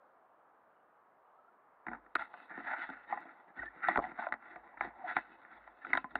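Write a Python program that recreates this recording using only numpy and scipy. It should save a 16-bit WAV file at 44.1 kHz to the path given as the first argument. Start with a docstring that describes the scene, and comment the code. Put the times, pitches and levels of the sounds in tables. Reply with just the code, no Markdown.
"""Helmet camera on a quiet hillside

The microphone sits sealed in a plastic case on a helmet. Right at the case, gloves, a strap and
goggles knock, rub and squeak on the shell; the sound comes through the plastic and rings its modes.
Jolts sway the helmet with a low hum. Breeze and a few far chirps lie faintly behind, the air
muffled by the case. The sound cuts out for a few milliseconds under one heavy blow."""
import sys
import numpy as np
from scipy import signal
from scipy.fft import rfft, irfft, next_fast_len
from scipy.io import wavfile
from scipy.ndimage import uniform_filter1d, minimum_filter1d

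SR = 44100
rng = np.random.default_rng(int(sys.argv[2]) if len(sys.argv) > 2 else 0)


def waveform_to_disk(signal):
    """Save audio, clipped to [-1, 1], as 16-bit WAV at the path in sys.argv[1]."""
    frames = np.transpose(np.atleast_2d(signal))
    scaled = np.clip(frames, -1, 1) * 32767
    samples = np.round(scaled).astype(np.int16)
    wavfile.write(sys.argv[1], SR, samples)


N = 272979

# modes of shell and case: f/Hz, relative level/dB, t60/s
SHELL_MODES = [(51.1, 11, 0.36), (80, -5.5, 0.11), (101, 1, 0.65), (232, -3, 0.36), (276.9, 6.5, 0.15),
               (332, 13.5, 0.07), (425, -1, 0.12), (483, -3, 0.13), (524, 0.5, 0.075), (733, -4.5, 0.059),
               (848.4, 6, 0.018), (1013, -8, 0.079), (1205, -3, .03), (1390, 9, 0.022), (1500, 8, 0.024),
               (1700, 5, 0.023), (1810, 3, 0.035), (1922, 7.5, 0.023), (2000, -21.5, 0.0092),
               (2596, 14, 0.017), (2970, 3, 0.013), (3474, 8.5, .015), (3720, 11, 0.021),
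               (4130, -1.5, 0.027), (4760, -2, 0.01), (6160, -6, 0.02), (8100, -4.5, 0.01), (8650, 2, 0.01),
               (9200, -10, 0.0081), (9400, 6, 0.0085), (10400, 6, 0.006), (13200, -14, 0.0055)]
# edges of the six mode families (helmet sway, boom, body, ring, edge, case tick): f/Hz
FAMILY_EDGES_HZ = [35, 150, 600, 1250, 2350, 4900, 14500]
# blows on the shell: t/s, ring peak/dB, two favoured pitches f/Hz, boom, body and edge/dB re ring,
# contact/ms, damping by the hand/factor on the decay rate
KNOCKS = [(1.865, -33, 870, 1390, -12.5, -3, -30, 6.1, 0.94),
          (1.881, -30.5, 232, 1410, -10.5, -6, -44, 5.2, 0.76),
          (1.915, -44.5, 1010, 1480, -0.5, 7.5, -33.5, 1.66, 0.86),
          (1.931, -32.5, 826, 1360, -20, -6, -30.5, 3.6, 0.93),
          (1.946, -40.5, 1250, 1440, -17, -10, -36, 7.1, 1.1),
          (2.062, -52, 1220, 1360, -7, -6, -29, 3.5, 1.1), (2.152, -18, 1200, 1400, -20, -9, -15, 6.1, 2.3),
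          (2.163, -24, 969, 1390, -31, -35, -36, 2.1, 1.05),
          (2.192, -33.5, 1000, 1390, -24, -15, -25, 3.3, 0.54),
          (2.338, -39.5, 705, 1460, -21, -0.5, -26, 3.1, 0.58),
          (2.4, -45, 729, 1330, -30, -6, -40, 1.25, 1.1), (2.574, -39, 1000, 273, -1.5, 1, -24, 5.5, 1.2),
          (2.604, -43.5, 734, 1500, -27, 2.5, -27.5, 3, 0.53),
          (2.889, -37, 890, 1420, -9, -4.5, -31, 2.5, 0.58),
          (2.898, -38, 800, 1440, -6.5, -1, -16.5, 5.2, 1),
          (3.106, -41.5, 840, 1940, -33, 2.5, -30, 5.1, 0.35),
          (3.124, -31.5, 845, 1960, -19, 8.5, -36, 5.6, 0.28),
          (3.142, -44, 853, 2000, -7, -4, -29, 2.8, .8), (3.173, -36, 870, 1880, -19, 1, -34, 3.8, 0.52),
          (3.253, -65, 724, 2000, 12.5, 19, -2, 2, 0.46), (3.631, -41, 799, 1930, -33, 5, -27, 0.91, 1.2),
          (3.656, -48.5, 990, 1700, -26, -22, -10, 2.3, 1.2),
          (3.835, -35.5, 840, 1960, -22, -6.5, -33, 5.7, 0.5),
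          (3.867, -34, 960, 1980, -38, -27, -30, 4.2, 1.7),
          (3.884, -13.5, 700, 1990, -35.5, 3, -20, 4.1, 2.4),
          (3.957, -20.5, 869, 1460, -14, -3.5, -30, 2.6, 0.91),
          (3.971, -26, 767, 1810, -17, -7.5, -22, 3.6, 2.4),
          (3.974, -18.5, 810, 1380, -19.5, -0.5, -27, 1.1, 2),
          (3.982, -51, 516, 1600, 27, 19, -32, 2, 3.63), (3.989, -39.5, 660, 1370, -1, 19, -28, 1.45, 2.2),
          (3.997, -46.5, 660, 537, 6, 20, -34, 1.6, 1.9), (4.038, -31.5, 734, 1920, -24, 1, -35, 2.6, .55),
          (4.115, -43, 727, 1810, -3.5, 1.5, -26, 3.2, 1.3),
          (4.186, -36.5, 770, 1370, -9, 3.5, -35.5, 5.9, 1.5),
          (4.223, -41, 810, 1360, -41, 9.5, -33, 2.8, 0.61),
          (4.235, -37, 760, 1310, -22, -3.5, -32, 2.4, 0.36),
          (4.267, -30, 772, 1330, -40, 3.5, -43, 3.3, 1.26), (4.286, -41, 736, 1460, -18, 3.5, -19, 1.3, 1),
          (4.322, -20.5, 1210, 1350, -22, -10.5, -29.5, 2.5, 0.95),
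          (4.337, -28, 1260, 1410, -41, -7.5, -29.5, 4.3, 1.7),
          (4.558, -41.5, 758, 1890, -7.5, 2, -24.5, 3.6, 0.72),
          (4.77, -41.5, 1000, 1610, -18, -3, -41, 10.5, 1.8),
          (4.808, -21.5, 940, 1650, -21, -4, -27.5, 2.1, 0.96),
          (4.846, -37.5, 740, 1900, -6.5, 0, -21, 5.7, 2.5), (4.872, -46.5, 668, 1480, 1, 5, -31, 3.3, 2.1),
          (5.106, -35.5, 708, 1470, -35, -15.5, -28, 3.9, 1.2),
          (5.165, -18, 790, 1400, -18, -4, -23, 3.8, 1.2),
          (5.185, -29.5, 880, 1980, -22, -3.5, -30, 2.7, 1.5),
          (5.449, -43.5, 1090, 1710, -19, -23, -46, 1.4, 1.2),
          (5.674, -44, 1010, 1500, -32, 0.5, -27, 2.7, 1.3),
          (5.846, -32, 1070, 1520, -29, -17, -32, 3.9, 1.1),
          (5.866, -37.5, 729, 1530, -14, -12, -24, 4.6, 0.91),
          (5.902, -37.5, 1250, 1330, -17, -7, -31, 2.6, 1.9),
          (5.931, -9, 991, 1700, -40, -16.5, -26.5, 3.65, 1.3),
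          (5.95, -21, 1010, 1740, -32, -5, -26, 4.1, 1.6),
          (5.972, -22, 1014, 1390, -23.5, -4, -15, 3.4, 0.99),
          (6.042, -36, 1020, 1500, -10, 3.5, -28, 1.8, 0.98),
          (6.153, -20.5, 960, 1420, -17, -6, -18.5, 4, 1.2)]
# the glove scraping off after a knock: boom, body, ring and edge rms/dB re that family's peak
SCRAPE_OFF_DB = [-11.5, -23.5, -25, -26.5]
# glove and strap strokes: full from t/s, hold/s, rise/s, fall/s, ring rms/dB,
# boom, body and edge/dB re ring
STROKES = [(1.884, 0.067, 0.029, 0.054, -54.5, -1.5, 0, -25.5),
           (2.033, 0.012, 0.051, .12, -69.5, -0.5, -15, -29),
           (2.188, 0.046, 0.018, .06, -48, -17, -3, -13.5),
           (2.333, 0.0075, 0.14, .12, -56.5, -6.5, -0.5, -13.5),
           (2.397, 0.046, 0.11, .06, -58.5, -11, -1.5, -9.5),
           (2.524, 0.059, .08, .15, -48.5, -11.5, -9, -29), (2.602, 0.083, 0.12, .09, -59.5, -3, -9, -9),
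           (2.674, 0.11, 0.037, .06, -41.5, -27.5, -5.5, -25),
           (2.797, .04, 0.043, 0.078, -38.5, -20, -13, -19.5),
           (2.927, 0.091, 0.14, .09, -53, -19, -5, -21.5), (3.092, 0.065, 0.036, .12, -49.5, -5.5, -2, -21),
           (3.219, 0.049, .09, .14, -57.5, -9, -6.5, -19), (3.418, 0.012, 0.13, .05, -65.5, -11, 0.5, -22),
           (3.478, .025, .04, .045, -66.5, -2.5, 2, -25), (3.582, 0.059, 0.041, .09, -51.5, -13, -7, -22),
           (3.763, 0.034, 0.088, .09, -56.5, -4, -2.5, -26),
           (3.834, 0.042, 0.026, .09, -38.5, -21.5, -19, -26),
           (3.894, 0.047, 0.026, .08, -42.5, -11.5, -1.5, -21),
           (4.025, 0.017, 0.013, .11, -44, -7.5, -1, -21.5),
           (4.226, 0.0059, 0.091, .09, -44.5, -17, -0.5, -20.5),
           (4.294, 0.049, .05, .05, -70, 8, 18.5, -32), (4.451, 0.11, 0.096, .07, -56.5, -13.5, -0.5, -23),
           (4.643, .14, 0.046, .09, -64.5, -8, 1, -24.5), (4.813, 0.005, 0.028, .12, -42.5, -17, 0, -23),
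           (5.007, 0.065, 0.063, .09, -53, -4.5, 2.5, -23.5),
           (5.109, 0.07, 0.11, .08, -43.5, -15, -3, -17.5), (5.248, 0.1, 0.13, .09, -60, -9, -6.5, -16.5),
           (5.443, .01, 0.11, .15, -58.5, -14.5, -6, -20),
           (5.52, 0.17, 0.063, .09, -59.5, -11.5, -6, -21.5), (5.85, .01, 0.09, .09, -54, -18, -5.5, -15.5),
           (5.904, 0.074, 0.073, .06, -47, -3, -9.5, -16), (6.114, 0.073, 0.11, .05, -60.5, -10, -7, -20.5),
           (6.163, 0.011, 0.04, .09, -56, 2, 2, -25)]
# jolts that sway the whole helmet: t/s, rise/s, fall/s, rms level/dB
JOLTS = [(1.885, .015, 0.2, -61), (2.18, .03, 0.065, -64.5), (2.59, 0.13, .25, -79.5),
         (2.872, .2, 0.18, -76), (3.13, 0.14, .08, -76.5), (3.59, .02, 0.19, -62.5), (3.89, .09, .09, -77),
         (3.983, .006, .03, -55), (4.03, .05, 0.16, -63.5), (4.33, .09, .07, -74),
         (4.59, 0.25, 0.11, -77.5), (4.83, 0.062, 0.18, -61.5), (5.17, 0.081, .07, -71),
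         (5.35, .2, 0.22, -77.5), (5.57, 0.12, 0.36, -74.5), (5.97, .15, 0.15, -73),
         (6.17, 0.069, 0.18, -68)]
# cloth ticking over the case itself: full from t/s, hold/s, rms level/dB
CASE_DRAGS = [(2.202, .05, -92.5), (2.29, .06, -101), (2.38, 0.083, -94), (2.751, 0.061, -92.5),
              (3.9, .02, -95), (4.042, .04, -94), (4.204, .05, -107), (5.09, .11, -101)]
# short slips of a glove: t/s, length/s, first f/Hz, last f/Hz, level/dB
SQUEAKS = [(3.588, 0.021, 1980, 1900, -42), (3.608, 0.012, 1840, 1700, -52),
           (3.616, 0.017, 1536, 1485, -39), (3.624, 0.024, 2010, 1860, -47.5),
           (3.638, 0.041, 1700, 1773, -47.5), (3.675, .016, 1820, 1910, -47), (4.981, .05, 761, 755, -54),
           (5.038, .03, 748, 730, -39), (5.065, .05, 735, 718, -52.5)]
# far chirps: t/s, f/Hz, peak level/dB, length/ms
CHIRPS = [(.768, 2880, -87, 16), (.803, 2880, -87, 16), (1.268, 2900, -86, 15), (1.301, 2900, -89, 14),
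          (1.395, 1305, -61, 32), (1.448, 1330, -63.5, 27), (1.488, 1380, -60.5, 20)]
# outside air as heard within the case: f/Hz, relative spectral level/dB
AIR_SPECTRUM = [(30, -32), (100, -23), (250, -13.5), (450, -7), (750, -0.5), (1250, -4), (1700, -12.5),
                (2500, -27.5), (4000, -42.5), (5500, -57.5)]
# gaps in the sound under a heavy blow: start t/s, end t/s
DROPOUTS = [(3.9805, 3.9832), (3.9862, 3.9897), (3.9957, 3.997)]

TREBLE_CUT_HZ, MUFFLE_HZ = 4880, 3900
TREBLE_CUT = np.vstack([signal.ellip(6, .5, 45, TREBLE_CUT_HZ, fs=SR, output="sos"),
                        signal.butter(6, MUFFLE_HZ, fs=SR, output="sos")])


def knocks(focus_db=11, focus_width=0.077, detune=0.014, scatter_db=1.0,
           thump_db=-32, thump_ms=.8, tick_db=-22):
    """Each blow is a push and a short rattling contact; modes near two pitches of the spot ring most."""
    out, t = np.zeros(N + SR), np.arange(SR // 12) / SR
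    hz, db, t60 = np.array(SHELL_MODES).T
    family = np.searchsorted(FAMILY_EDGES_HZ, hz) - 1
    push_age = t * 1000 / thump_ms
    push = (np.e * push_age / 2) ** 2 * np.exp(-push_age) * (1 - push_age / 6.1)
    for start, peak_db, first_hz, second_hz, boom_db, body_db, edge_db, contact_ms, damping in KNOCKS:
        span = slice(int(start * SR), int(start * SR) + len(t))
        mistuning, scatter = rng.standard_normal((2, len(hz)))
        pitch = hz * (1 + detune * mistuning)
        nearness = sum(np.exp(-(np.log(hz / spot) / focus_width) ** 2) for spot in (first_hz, second_hz))
        gain = undb(db + scatter_db * scatter + focus_db * nearness)
        decay = np.exp(-np.log(1000) * max(damping, .4) * t / t60[:, None])
        modes = gain[:, None] * np.sin(2 * np.pi * np.outer(pitch, t)) * decay
        contact_age = np.arange(1024) / (contact_ms * SR / 1000)
        contact = rng.standard_normal(1024) * np.sqrt(contact_age) * np.exp(-2 * contact_age ** 2)
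        out[span] += np.sign(mistuning[0]) * push * undb(peak_db + thump_db)  # random polarity
        # the sharper the edge of a knock, the more the case ticks
        for k, share_db in enumerate([boom_db, body_db, 0, edge_db, edge_db + tick_db], 1):
            struck = signal.fftconvolve(modes[family == k].sum(axis=0), contact)[:len(t)]
            heard = family_band(struck, k)
            out[span] += heard / np.abs(heard).max() * undb(peak_db + share_db)
    return out[:N]


def rubbing(slips_per_s=2400, scatter_db=0.98, friction_noise=0.63, burst_db=2.0, wander_db=2.5,
            shell_damping=1.13, tick_damping=1.8):
    """Cloth and foam stick and slip on the shell: dense soft clicks in bursts; the spot rubbed wanders."""
    slipping = rng.random(N) < slips_per_s / SR
    slips = slipping * undb(scatter_db * rng.exponential(size=N)) * rng.standard_normal(N)
    force = at_level(slips, 0) + friction_noise * rng.standard_normal(N)
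    force *= undb(burst_db * wander(60))
    families = np.zeros((6, N))
    for hz, db, t60 in SHELL_MODES:
        k = np.searchsorted(FAMILY_EDGES_HZ, hz) - 1
        if k > 0:
            damping = shell_damping if hz < TREBLE_CUT_HZ else tick_damping  # from the pressing hand
            drive = force * undb(wander_db * wander(30))
            families[k] += at_level(ring_mode(drive, hz, t60 / damping), db)
    return sum(at_level(family_band(families[k], k), 0) * gain
               for k, gain in enumerate(rubbing_pressure(), 1))


def rubbing_pressure(scrape_fall_s=.035, drag_fade_s=.04):
    """Rms gains from boom to tick: strokes and scrapes press on the shell, drags on the case."""
    start, hold, rise, fall, *stroke_db = np.transpose(STROKES)
    strokes = swells(start, hold, rise, fall, family_levels(*stroke_db))
    start, ring_db, _, _, boom_db, body_db, edge_db, contact_ms, _ = np.transpose(KNOCKS)
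    contact_s = contact_ms / 1000
    scrape_db = family_levels(ring_db, boom_db, body_db, edge_db) + SCRAPE_OFF_DB
    scrapes = swells(start + contact_s, 0, contact_s, scrape_fall_s, scrape_db)
    start, hold, drag_db = np.transpose(CASE_DRAGS)
    drags = swells(start, hold, drag_fade_s, drag_fade_s, drag_db)
    return list(np.hypot(strokes, scrapes)) + drags


def helmet_sway(waver=0.033, flutter_db=3.5):
    """The lowest modes ring on, a little unsteady, after each jolt."""
    start, rise, fall, jolt_db = np.transpose(JOLTS)
    envelope = swells(start, 0, rise, fall, jolt_db)[0]
    tones = np.zeros(N)
    for hz, db, _ in SHELL_MODES:
        if hz < FAMILY_EDGES_HZ[1]:
            gain = undb(db + flutter_db * wander(9.4))
            pitch = hz * (1 + waver * wander(12))
            tones += gain * np.sin(2 * np.pi * np.cumsum(pitch) / SR)
    return family_band(at_level(tones, 0) * envelope, 0)


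def glove_squeaks(waver=.02, flutter_db=3, fade_share=0.28):
    """Near-regular stick-slip on the shell: wavering, fluttering tones that glide."""
    out = np.zeros(N)
    drift = 1 + waver * wander(150)
    flutter = undb(flutter_db * wander(120))
    for start, length, first_hz, last_hz, db in SQUEAKS:
        span = np.arange(int(start * SR), int((start + length) * SR))
        progress = np.linspace(0, 1, len(span))
        pitch = (first_hz + (last_hz - first_hz) * progress) * drift[span]
        tone = np.sqrt(2) * np.sin(2 * np.pi * np.cumsum(pitch) / SR)
        envelope = np.minimum(np.minimum(progress, 1 - progress) / fade_share, 1)
        out[span] += tone * undb(db) * flutter[span] * envelope
    return out


def far_chirps():
    """Short soft tones from far off, each under a bell-shaped envelope."""
    out, t = np.zeros(N), np.arange(-SR // 20, SR // 20) / SR
    for centre, hz, db, length_ms in CHIRPS:
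        envelope = np.exp(-2 * (t * 2000 / length_ms) ** 2)
        first = int(centre * SR) - SR // 20
        out[first:first + len(t)] += undb(db) * np.sin(2 * np.pi * hz * t) * envelope
    return out


def hillside_air(rms_db=-65.5, swell_db=.4, flicker_db=.9):
    """Breeze and distant noise, muffled by the case; half-octave bands swell together, flicker alone."""
    size = next_fast_len(N)
    out, swell = np.zeros(N), wander(0.86)
    hz = np.fft.rfftfreq(size, 1 / SR) + 1
    air_hz, air_db = np.transpose(AIR_SPECTRUM)
    colour = undb(np.interp(np.log(hz), np.log(air_hz), air_db, left=-60, right=-90))
    spectrum = rfft(rng.standard_normal(size)) * colour
    for octave in np.arange(4.5, 13, .5):
        band = np.clip(1 - 2 * np.abs(np.log2(hz) - octave), 0, 1)
        out += irfft(spectrum * band, size)[:N] * undb(swell_db * swell + flicker_db * wander(7.5))
    return at_level(out, rms_db)


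def family_band(x, family):
    """Each family keeps to its band; all but the ticks are muffled and cut off steeply near 4.9 kHz."""
    band = signal.butter(4, FAMILY_EDGES_HZ[family:family + 2], "bandpass", fs=SR, output="sos")
    passed = signal.sosfilt(band, x)
    return passed if FAMILY_EDGES_HZ[family] > TREBLE_CUT_HZ else signal.sosfilt(TREBLE_CUT, passed)


def ring_mode(force, hz, t60):
    """One damped mode driven by a force."""
    pole = np.exp(2j * np.pi * hz / SR - np.log(1000) / (t60 * SR))
    return signal.lfilter([1], [1, -pole], force).imag


def swells(start, hold, rise, fall, db):
    """Rms gain of overlapping swells, one per column of db; rise and fall span 20 dB, powers add."""
    t = np.arange(0, N / SR + .002, .001)
    start, hold, rise, fall = (np.reshape(v, (-1, 1)) for v in (start, hold, rise, fall))
    before = np.maximum(start - t, 0) / np.maximum(rise, .002)
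    after = np.maximum(t - start - hold, 0) / np.maximum(fall, .002)
    powers = undb(2 * np.reshape(db, (len(start), -1))).T @ 100. ** -(before + after)
    return [np.interp(np.arange(N) / SR, t, np.sqrt(power)) for power in powers]


def family_levels(ring_db, boom_db, body_db, edge_db):
    """Levels of boom, body, ring and edge, from the ring's level and the offsets to it."""
    return np.transpose([ring_db + boom_db, ring_db + body_db, ring_db, ring_db + edge_db])


def wander(rate_hz):
    """Random values held for 1 / rate_hz seconds and smoothed twice; spread near 1."""
    hold = int(SR / rate_hz)
    steps = np.repeat(rng.standard_normal(N // hold + 1), hold)
    return 1.77 * uniform_filter1d(uniform_filter1d(steps, hold), hold)[:N]


def at_level(x, db):
    """Scale to an rms level."""
    return x * undb(db) / np.sqrt(np.mean(x ** 2))


def undb(db):
    """Decibels to amplitude."""
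    return 10 ** (np.asarray(db) / 20)


def scene():
    """One microphone in the case: handling right against it, the hillside far behind."""
    return (knocks() + rubbing() + helmet_sway() + glove_squeaks() + far_chirps() + hillside_air())[None]


def record(dry, limit=0.18, hiss_db=-97, top_hz=15600):
    """Brief dropouts, a fast peak limiter, faint preamplifier hiss rising to the treble; the top is cut."""
    t = np.arange(N) / SR
    gaps = sum((t > start) & (t < end) for start, end in DROPOUTS)
    passing = uniform_filter1d(1. - gaps, 45)  # 1 ms edges
    allowed_gain = np.minimum(1, limit / (np.abs(dry) + 1e-9))
    limiter_gain = uniform_filter1d(minimum_filter1d(allowed_gain, 90), 90)  # 2 ms windows
    hiss = at_level(signal.lfilter([1, -.5], [1], rng.standard_normal(N)), hiss_db)
    top_cut = signal.ellip(10, .2, 70, top_hz, fs=SR, output="sos")
    return signal.sosfilt(top_cut, dry * limiter_gain * passing + hiss)


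dry = scene()
out = record(dry)
waveform_to_disk(out)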